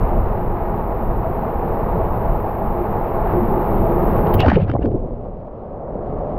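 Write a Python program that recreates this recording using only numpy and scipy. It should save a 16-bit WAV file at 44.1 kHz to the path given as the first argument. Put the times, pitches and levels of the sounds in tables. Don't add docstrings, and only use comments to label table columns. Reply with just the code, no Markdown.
import sys
import numpy as np
from scipy import signal
from scipy.fft import rfft, irfft, next_fast_len
from scipy.io import wavfile
from scipy.ndimage import map_coordinates

SR = 44100
rng = np.random.default_rng(int(sys.argv[2]) if len(sys.argv) > 2 else 0)


def dump_mix(stems):
    frames = np.atleast_2d(stems).T
    limited = np.clip(frames, -1, 1)
    pcm = np.round(limited * 32767).astype(np.int16)
    wavfile.write(sys.argv[1], SR, pcm)


N = 281358
TIME = np.arange(N) / SR
EXIT_S = 4.44

# pitch_hz, relative_level_db
FOAM_SPECTRUM = [(1000, -25), (2000, 2.5), (2900, -2), (3500, -8.5), (5500, -18.5), (8000, -33.5),
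                 (15000, -50.5)]
HISS_SPECTRUM = [(10000, -70), (10900, -30), (11900, -6), (12600, 0), (13200, -2), (14100, -10),
                 (15800, -11.5)]
LANE_SPECTRUM = [(250, -13.5), (430, -1), (600, 3), (850, -5.5), (1150, -12.5), (1450, -25), (2000, -35),
                 (3000, -54.5), (3600, -64.5), (5500, -76)]
SPRAY_SPECTRUM = [(300, -27.5), (800, 12.5), (1700, 5.5), (2400, -3), (3100, -13.5), (3700, -15.5),
                  (5600, -23), (8000, -41), (15000, -51.5)]
CHURN_SPECTRUM = [(30, -12.5), (45, 2.5), (70, -1.5), (120, 0), (200, 0.5), (292, -4), (340, -3.5),
                  (430, -2), (650, -7.5), (1000, -26.5), (2000, -90)]
BUFFET_SPECTRUM = [(5, -10), (16, 0), (30, 0), (46, -3.5), (62, -9), (100, -8), (150, -16), (300, -35),
                   (800, -75)]
ROAR_SPECTRUM = [(250, -15.5), (450, -3.5), (650, -3), (870, -2), (1150, -9), (1500, -19.5), (2000, -26),
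                 (2800, -36), (3250, -44.5), (4000, -47.5), (4700, -53.5), (5500, -56), (7500, -75.5),
                 (10000, -95)]

# pitch_hz, width_hz, boost_db
LANE_RESONANCES = [(165, 40, 3), (425, 40, 3.5), (735, 40, 3)]
CASE_RESONANCES = [(1700, 110, 2), (2320, 160, 4), (2610, 70, 4), (2720, 90, 9), (2900, 110, 8),
                   (3075, 50, 14), (3210, 60, 11.5), (3590, 90, 10), (3860, 200, 7.5), (4460, 200, 7),
                   (4850, 140, 5.5)]
TUBE_RESONANCES = [(212, 60, 4), (350, 22, 9.5), (418, 50, 3.5), (495, 30, 1.5), (660, 24, 7), (735, 50, 2),
                   (830, 42, 6), (945, 50, 1.5), (1110, 50, 1.5), (1270, 120, 1.5)]

# time_s, relative_level_db
FOAM_LEVELS = [(4.4, -74.5), (4.95, -68.5), (5.2, -71), (5.85, -74.5), (6.08, -67.5), (6.33, -64)]
HISS_LEVELS = [(0.05, -49.5), (0.26, -51.5), (2.7, -47.5), (3.23, -48.5), (3.29, -45), (4.19, -42),
               (4.3, -43)]
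CHURN_LEVELS = [(0.05, -25), (0.75, -27.5), (1.3, -25.5), (1.95, -24), (2.5, -26.5), (3.25, -25.5),
                (3.35, -21), (4.3, -18)]
AIR_LEVELS = [(0.05, -19), (0.76, -23.5), (0.84, -22), (1.56, -25), (2.1, -19.5), (2.31, -21.5),
              (2.52, -27.5), (2.69, -19.5), (2.76, -25), (3.6, -24), (4.4, -20.5)]
ROAR_LEVELS = [(0.05, -24.5), (0.53, -27.5), (2.07, -24.5), (2.42, -26), (3.3, -24.5), (4.25, -22.5),
               (4.29, -20), (4.4, -24)]

# peak_s, level_db
HISS_SPITS = [(4.3385, -25), (4.3420, -16), (4.3525, -19.5)]
# start_s, relative_level_db
DROP_HITS = [(4.463, -22), (4.485, -23.5), (4.4995, -26), (4.517, -25.5), (4.558, -25.5), (4.698, -32),
             (4.7155, -29.5), (4.858, -35.5)]
# peak_s, spread_s, level_db, tilt_db_per_octave
SPRAY_SHEETS = [(3.31, 0.041, -33.5, -7.5), (3.63, .012, -46, -5), (3.76, 0.037, -41, -3.5),
                (4.118, .012, -38, -3.5), (4.174, .02, -33.5, -5.5), (4.270, 0.0029, -28, -3.5),
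                (4.341, 0.0045, -30, 3), (4.405, 0.0015, -19, 6.5), (4.41, 0.015, -35, 4),
                (4.445, .014, -33, 0), (4.467, 0.0074, -34, 3.5), (4.486, 0.0034, -23.5, 0),
                (4.5, 0.0035, -22, 0.5), (4.513, 0.005, -37, 4), (4.533, 0.0043, -27, -1.5),
                (4.545, 0.0046, -29, 0.5), (4.559, 0.0091, -31, -3.5), (4.585, 0.0092, -36, -5.5),
                (4.606, .008, -37.5, -3), (4.627, 0.0027, -38.5, -3), (4.637, .002, -45, -2),
                (4.655, 0.011, -42, -7), (4.692, 0.013, -33.5, -5), (4.699, 0.0016, -31.5, 1.5),
                (4.716, .0009, -31, -3), (4.736, 0.0069, -45.5, -0.5), (4.765, .001, -43.5, -3),
                (4.827, 0.011, -40, -4), (4.848, .004, -44, -1), (4.858, 0.0016, -41, 5),
                (4.872, .004, -58, 6), (4.916, .002, -51, -1)]
# peak_s, spread_s, level_db, pitch_hz
BUBBLE_RINGS = [(4.363, .009, -14, 87.7), (4.397, .008, -13.5, 101.7), (4.397, .003, -29, 2850),
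                (4.405, .003, -31, 2260), (4.426, 0.0062, -30, 2750), (4.444, 0.0076, -14.5, 750),
                (4.444, 0.012, -35.5, 1810), (4.454, 0.003, -15, 665), (4.463, 0.0025, -25, 1455),
                (4.468, 0.0046, -17, 892), (4.476, 0.0085, -9.5, 87.4), (4.485, 0.0057, -23.5, 1170),
                (4.488, 0.0055, -25, 1463), (4.489, 0.0043, -12, 256), (4.497, 0.0085, -13, 74.5),
                (4.502, 0.0037, -28, 1820), (4.518, 0.003, -28, 1734), (4.535, 0.0081, -13, 187.3),
                (4.535, .004, -36, 1500), (4.545, .004, -32, 1810), (4.555, 0.0084, -15.5, 74.5),
                (4.558, 0.004, -40, 2810), (4.564, 0.0044, -11.5, 174.2), (4.572, 0.0056, -15, 490),
                (4.579, 0.0051, -15, 381), (4.593, 0.0059, -17, 129), (4.627, 0.0068, -13, 177.8),
                (4.632, 0.0069, -15, 87.7), (4.688, .008, -19, 88.6), (4.699, 0.0021, -30.5, 1383),
                (4.711, 0.0073, -16, 116.3), (4.752, 0.0069, -15, 102.2), (4.786, 0.0015, -49, 2080),
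                (4.830, .003, -46.5, 2770), (4.83, 0.017, -20.5, 59.7), (4.845, .005, -18.5, 284),
                (4.857, .0025, -40, 1418), (4.865, 0.0062, -16, 226), (4.878, 0.012, -20.5, 101.6),
                (4.949, .009, -18.5, 102.7)]
# peak_s, spread_s, level_db, pitch_hz, sharpness (higher is purer)
GULPS_AND_LAPS = [(1.622, .003, -27, 700, 1.1), (3.36, .025, -22.5, 110, 0.95),
                  (3.745, 0.0047, -19, 650, 1.6), (4.408, 0.011, -27.5, 2740, 4.3),
                  (4.464, 0.0039, -13, 257, 0.61), (4.465, .003, -19, 750, 1),
                  (4.483, 0.0025, -8.5, 308, 0.96), (4.485, 0.0042, -23.5, 1200, 1.6),
                  (4.51, 0.011, -28.5, 1710, 4.1), (4.55, .014, -37, 2500, 3.5),
                  (4.61, 0.0253, -46.5, 2420, 2.3), (4.52, 0.0018, -11, 478, 0.61),
                  (4.572, 0.01, -18.5, 466, 1.3), (4.608, 0.012, -24, 554, 2.2),
                  (4.656, .012, -25.5, 110, .7), (4.702, .006, -20, 258, 1.4),
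                  (4.737, .005, -17.5, 352, 0.56), (4.754, 0.0038, -13.5, 370, 0.62),
                  (4.765, 0.0017, -18, 713, 3.4), (4.794, 0.0017, -12, 260, 0.85),
                  (4.86, 0.013, -17.5, 370, 1.36), (4.884, 0.007, -16.5, 300, 0.71),
                  (4.922, 0.0048, -18, 320, 1.3), (4.949, 0.0089, -17, 268, 0.57),
                  (5.265, 0.016, -31.5, 543, 1.3), (5.482, .003, -32, 620, 1.8),
                  (5.651, 0.0025, -39, 600, 1.5), (5.878, 0.0031, -33, 624, 1.5)]
# peak_s, spread_s, level_db, pitch_hz
TUBE_BOOMS = [(1.261, 0.017, -24, 654), (1.317, 0.01, -25, 148.3), (1.953, .014, -22.5, 174.6),
              (2.012, 0.014, -23, 654), (2.82, .016, -23, 354), (3.345, 0.011, -19.5, 342),
              (3.381, .01, -15, 352), (3.428, 0.0095, -15, 222), (3.43, .022, -23, 352),
              (3.535, 0.012, -21.5, 402), (3.728, 0.013, -23, 330), (3.868, 0.0094, -24.5, 678),
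              (3.912, 0.02, -18.5, 342)]


def from_db(db):
    return 10 ** (np.asarray(db) / 20)


def rms_one(x):
    return x / np.sqrt(np.mean(x ** 2) + 1e-20)


def level_curve(rows):
    time_s, level_db = np.transpose(rows)
    return np.interp(TIME, time_s, level_db)


def drift(rate_hz):
    points = rng.standard_normal(int(N / SR * 2 * rate_hz) + 2)
    return np.interp(TIME * 2 * rate_hz, np.arange(len(points)), points)


def colour(x, spectrum, resonances=(), tilt_db=0):
    size = 2 * next_fast_len(len(x) // 2 + 1)
    bin_hz = np.maximum(np.fft.rfftfreq(size, 1 / SR), 1)
    hz, db = np.transpose(spectrum)
    level_db = np.interp(np.log(bin_hz), np.log(hz), db)
    level_db += tilt_db * np.log2(np.clip(bin_hz, hz[0], hz[-1]) / hz[0])
    level_db -= 30 * np.log2(np.maximum(bin_hz / hz[-1], 1))
    for pitch_hz, width_hz, boost_db in resonances:
        level_db += boost_db / (1 + (2 * (bin_hz - pitch_hz) / width_hz) ** 2)
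    cepstrum = irfft(np.log(from_db(level_db)))[:size // 2]
    cepstrum[1:] *= 2
    response = np.exp(rfft(cepstrum, size))
    return irfft(rfft(x, size) * response)[:len(x)]


def patter(per_s, scatter_db, size):
    strength = from_db(scatter_db * np.minimum(rng.exponential(1, size), 4))
    sign = rng.choice([-1, 1], size)
    is_hit = rng.random(size) < per_s / SR
    return rms_one(strength * sign * is_hit)


def flow(spectrum, resonances=(), per_s=9000, surge_db=1.0, surge_hz=12):
    pops = patter(per_s, scatter_db=2.23, size=N) * from_db(surge_db * drift(surge_hz))
    return rms_one(colour(pops, spectrum, resonances))


def swell(spread_s):
    t = np.arange(SR // 4) / SR
    return np.exp(-.5 * ((t - t.mean()) / spread_s) ** 2)


def add(out, burst, peak_s, level_db, shape):
    start = int(peak_s * SR) - len(burst) // 2
    out[start:start + len(burst)] += from_db(level_db) * rms_one(burst) * np.sqrt(np.mean(shape ** 2))


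def tone(shape, pitch_hz, wander_octaves, flutter_db, wobble_cycles, rise_octaves_per_s=0):
    samples = np.arange(len(shape))
    from_peak_s = (samples - len(shape) / 2) / SR
    wobbles = samples / SR * pitch_hz / wobble_cycles
    wander, flutter = (np.interp(wobbles, np.arange(800), row) for row in rng.standard_normal((2, 800)))
    hz = pitch_hz * 2 ** (rise_octaves_per_s * from_peak_s + wander_octaves * wander)
    cycles = np.cumsum(hz) / SR + rng.random()
    return shape * from_db(flutter_db * flutter) * np.sin(2 * np.pi * cycles)


def foam():
    return from_db(level_curve(FOAM_LEVELS)) * flow(FOAM_SPECTRUM, per_s=8100, surge_db=1.5, surge_hz=16)


def thin_hiss(covered_s=4.405):
    fade_db = -900 * np.clip(TIME - covered_s, 0, .5)
    gain = from_db(level_curve(HISS_LEVELS) + fade_db)
    out = gain * flow(HISS_SPECTRUM, per_s=28000, surge_db=0.9, surge_hz=40)
    shape = swell(spread_s=.0007)
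    for peak_s, level_db in HISS_SPITS:
        spit = colour(shape * rng.standard_normal(len(shape)), HISS_SPECTRUM, tilt_db=30.5)
        add(out, spit, peak_s, level_db, shape)
    return out


def lane_gain(wake_db, wash_db, wake_fades_s=5.067, wash_full_s=6.133):
    wake = from_db(wake_db - 31 * np.maximum(TIME - wake_fades_s, 0))
    wash = from_db(wash_db - 14.5 * np.maximum(wash_full_s - TIME, 0))
    return np.hypot(wake, wash)


def lane():
    roar = flow(LANE_SPECTRUM, LANE_RESONANCES, per_s=8800, surge_db=0.5, surge_hz=19)
    roar *= lane_gain(wake_db=-36.5, wash_db=-27.5)
    churn = lane_gain(wake_db=-27.5, wash_db=-27.5) * flow(CHURN_SPECTRUM, per_s=2000)
    rocking = lane_gain(wake_db=-24.5, wash_db=-30.5) * flow(BUFFET_SPECTRUM)
    fade_in = from_db(-200 * np.clip(EXIT_S - TIME, 0, 1))
    return (roar + churn + rocking) * fade_in


def drops(boost_db=7):
    clicks = np.zeros(N)
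    for start_s, level_db in DROP_HITS:
        clicks[int(start_s * SR)] = from_db(level_db)
    ticks = colour(clicks, SPRAY_SPECTRUM, CASE_RESONANCES, tilt_db=-1)
    return from_db(boost_db) * ticks * clicks.max() / np.abs(ticks).max()


def spray():
    out = np.zeros(N)
    for peak_s, spread_s, level_db, tilt_db in SPRAY_SHEETS:
        shape = swell(spread_s)
        droplets = shape * patter(per_s=9000, scatter_db=5.5, size=len(shape))
        add(out, colour(droplets, SPRAY_SPECTRUM, CASE_RESONANCES, tilt_db), peak_s, level_db, shape)
    return out


def bubbles():
    out = np.zeros(N)
    for peak_s, spread_s, level_db, pitch_hz in BUBBLE_RINGS:
        shape = swell(spread_s)
        ring = tone(shape, pitch_hz, wander_octaves=.07, flutter_db=3, wobble_cycles=3,
                    rise_octaves_per_s=2.5)
        add(out, ring, peak_s, level_db, shape)
    return out


def rough_ring(pitch_hz, sharpness, pitch_ratio):
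    jolts = patter(per_s=1100, scatter_db=1.8, size=3 * len(pitch_ratio))
    b, a = signal.iirpeak(pitch_hz, sharpness, fs=SR)
    ring = signal.lfilter(b, a, signal.lfilter(b, a, jolts))
    ring = signal.sosfilt(signal.butter(4, 2 * pitch_hz, fs=SR, output="sos"), ring)
    return map_coordinates(ring, [np.cumsum(pitch_ratio)], order=3)


def gulps_and_laps(pitch_bend=0.06, small_count=8, small_span_s=0.38):
    out, small_gulps = np.zeros(N), []
    for k, (time_chance, pitch_chance) in enumerate(rng.random((small_count, 2))):
        delay_s = small_span_s * (k + time_chance) / small_count
        level_db = -20.5 - 4 * delay_s
        pitch_hz = 130 * 2 ** (2 * pitch_chance - 1)
        small_gulps.append((EXIT_S + delay_s, 0.01, level_db, pitch_hz, 2.6))
    for peak_s, spread_s, level_db, pitch_hz, sharpness in GULPS_AND_LAPS + small_gulps:
        shape = swell(spread_s)
        pitch_ratio = 1 + pitch_bend * (2 * np.cumsum(shape) / shape.sum() - 1)
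        add(out, shape * rough_ring(pitch_hz, sharpness, pitch_ratio), peak_s, level_db, shape)
    return out


def booms():
    out = np.zeros(N)
    for peak_s, spread_s, level_db, pitch_hz in TUBE_BOOMS:
        shape = swell(spread_s)
        note = tone(shape, pitch_hz, wander_octaves=0.016, flutter_db=2.0, wobble_cycles=2.1)
        add(out, note, peak_s, level_db, shape)
    return out


def through_bends(x, waver=.007, bends_per_s=2.5):
    read_position = np.cumsum(1 + waver * drift(bends_per_s))
    return map_coordinates(x, [read_position], order=3, mode="mirror")


def tube():
    rush = flow(ROAR_SPECTRUM, TUBE_RESONANCES, surge_db=0.5, surge_hz=14)
    roar = through_bends(rush) * from_db(level_curve(ROAR_LEVELS) + 1)
    churn = flow(CHURN_SPECTRUM, TUBE_RESONANCES, per_s=2500, surge_db=-0.5, surge_hz=11)
    churn *= from_db(level_curve(CHURN_LEVELS))
    buffet = flow(BUFFET_SPECTRUM, surge_db=2.5, surge_hz=2.6) * from_db(level_curve(AIR_LEVELS) + 2)
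    fade_out = from_db(-170 * np.maximum(TIME - EXIT_S, 0))
    return (roar + churn + buffet) * fade_out


def scene():
    water = tube() + booms() + lane() + foam() + spray() + drops() + gulps_and_laps() + bubbles()
    return np.array([water + thin_hiss(), water])


def record(dry):
    knee, headroom, cutoff_hz = .6, .25, 15750
    excess = np.maximum(np.abs(dry) - knee, 0)
    rounded = np.clip(dry, -knee, knee) + np.sign(dry) * headroom * np.tanh(excess / headroom)
    return signal.sosfilt(signal.ellip(12, .1, 90, cutoff_hz, fs=SR, output="sos"), rounded)


dry = scene()
out = record(dry)
dump_mix(out)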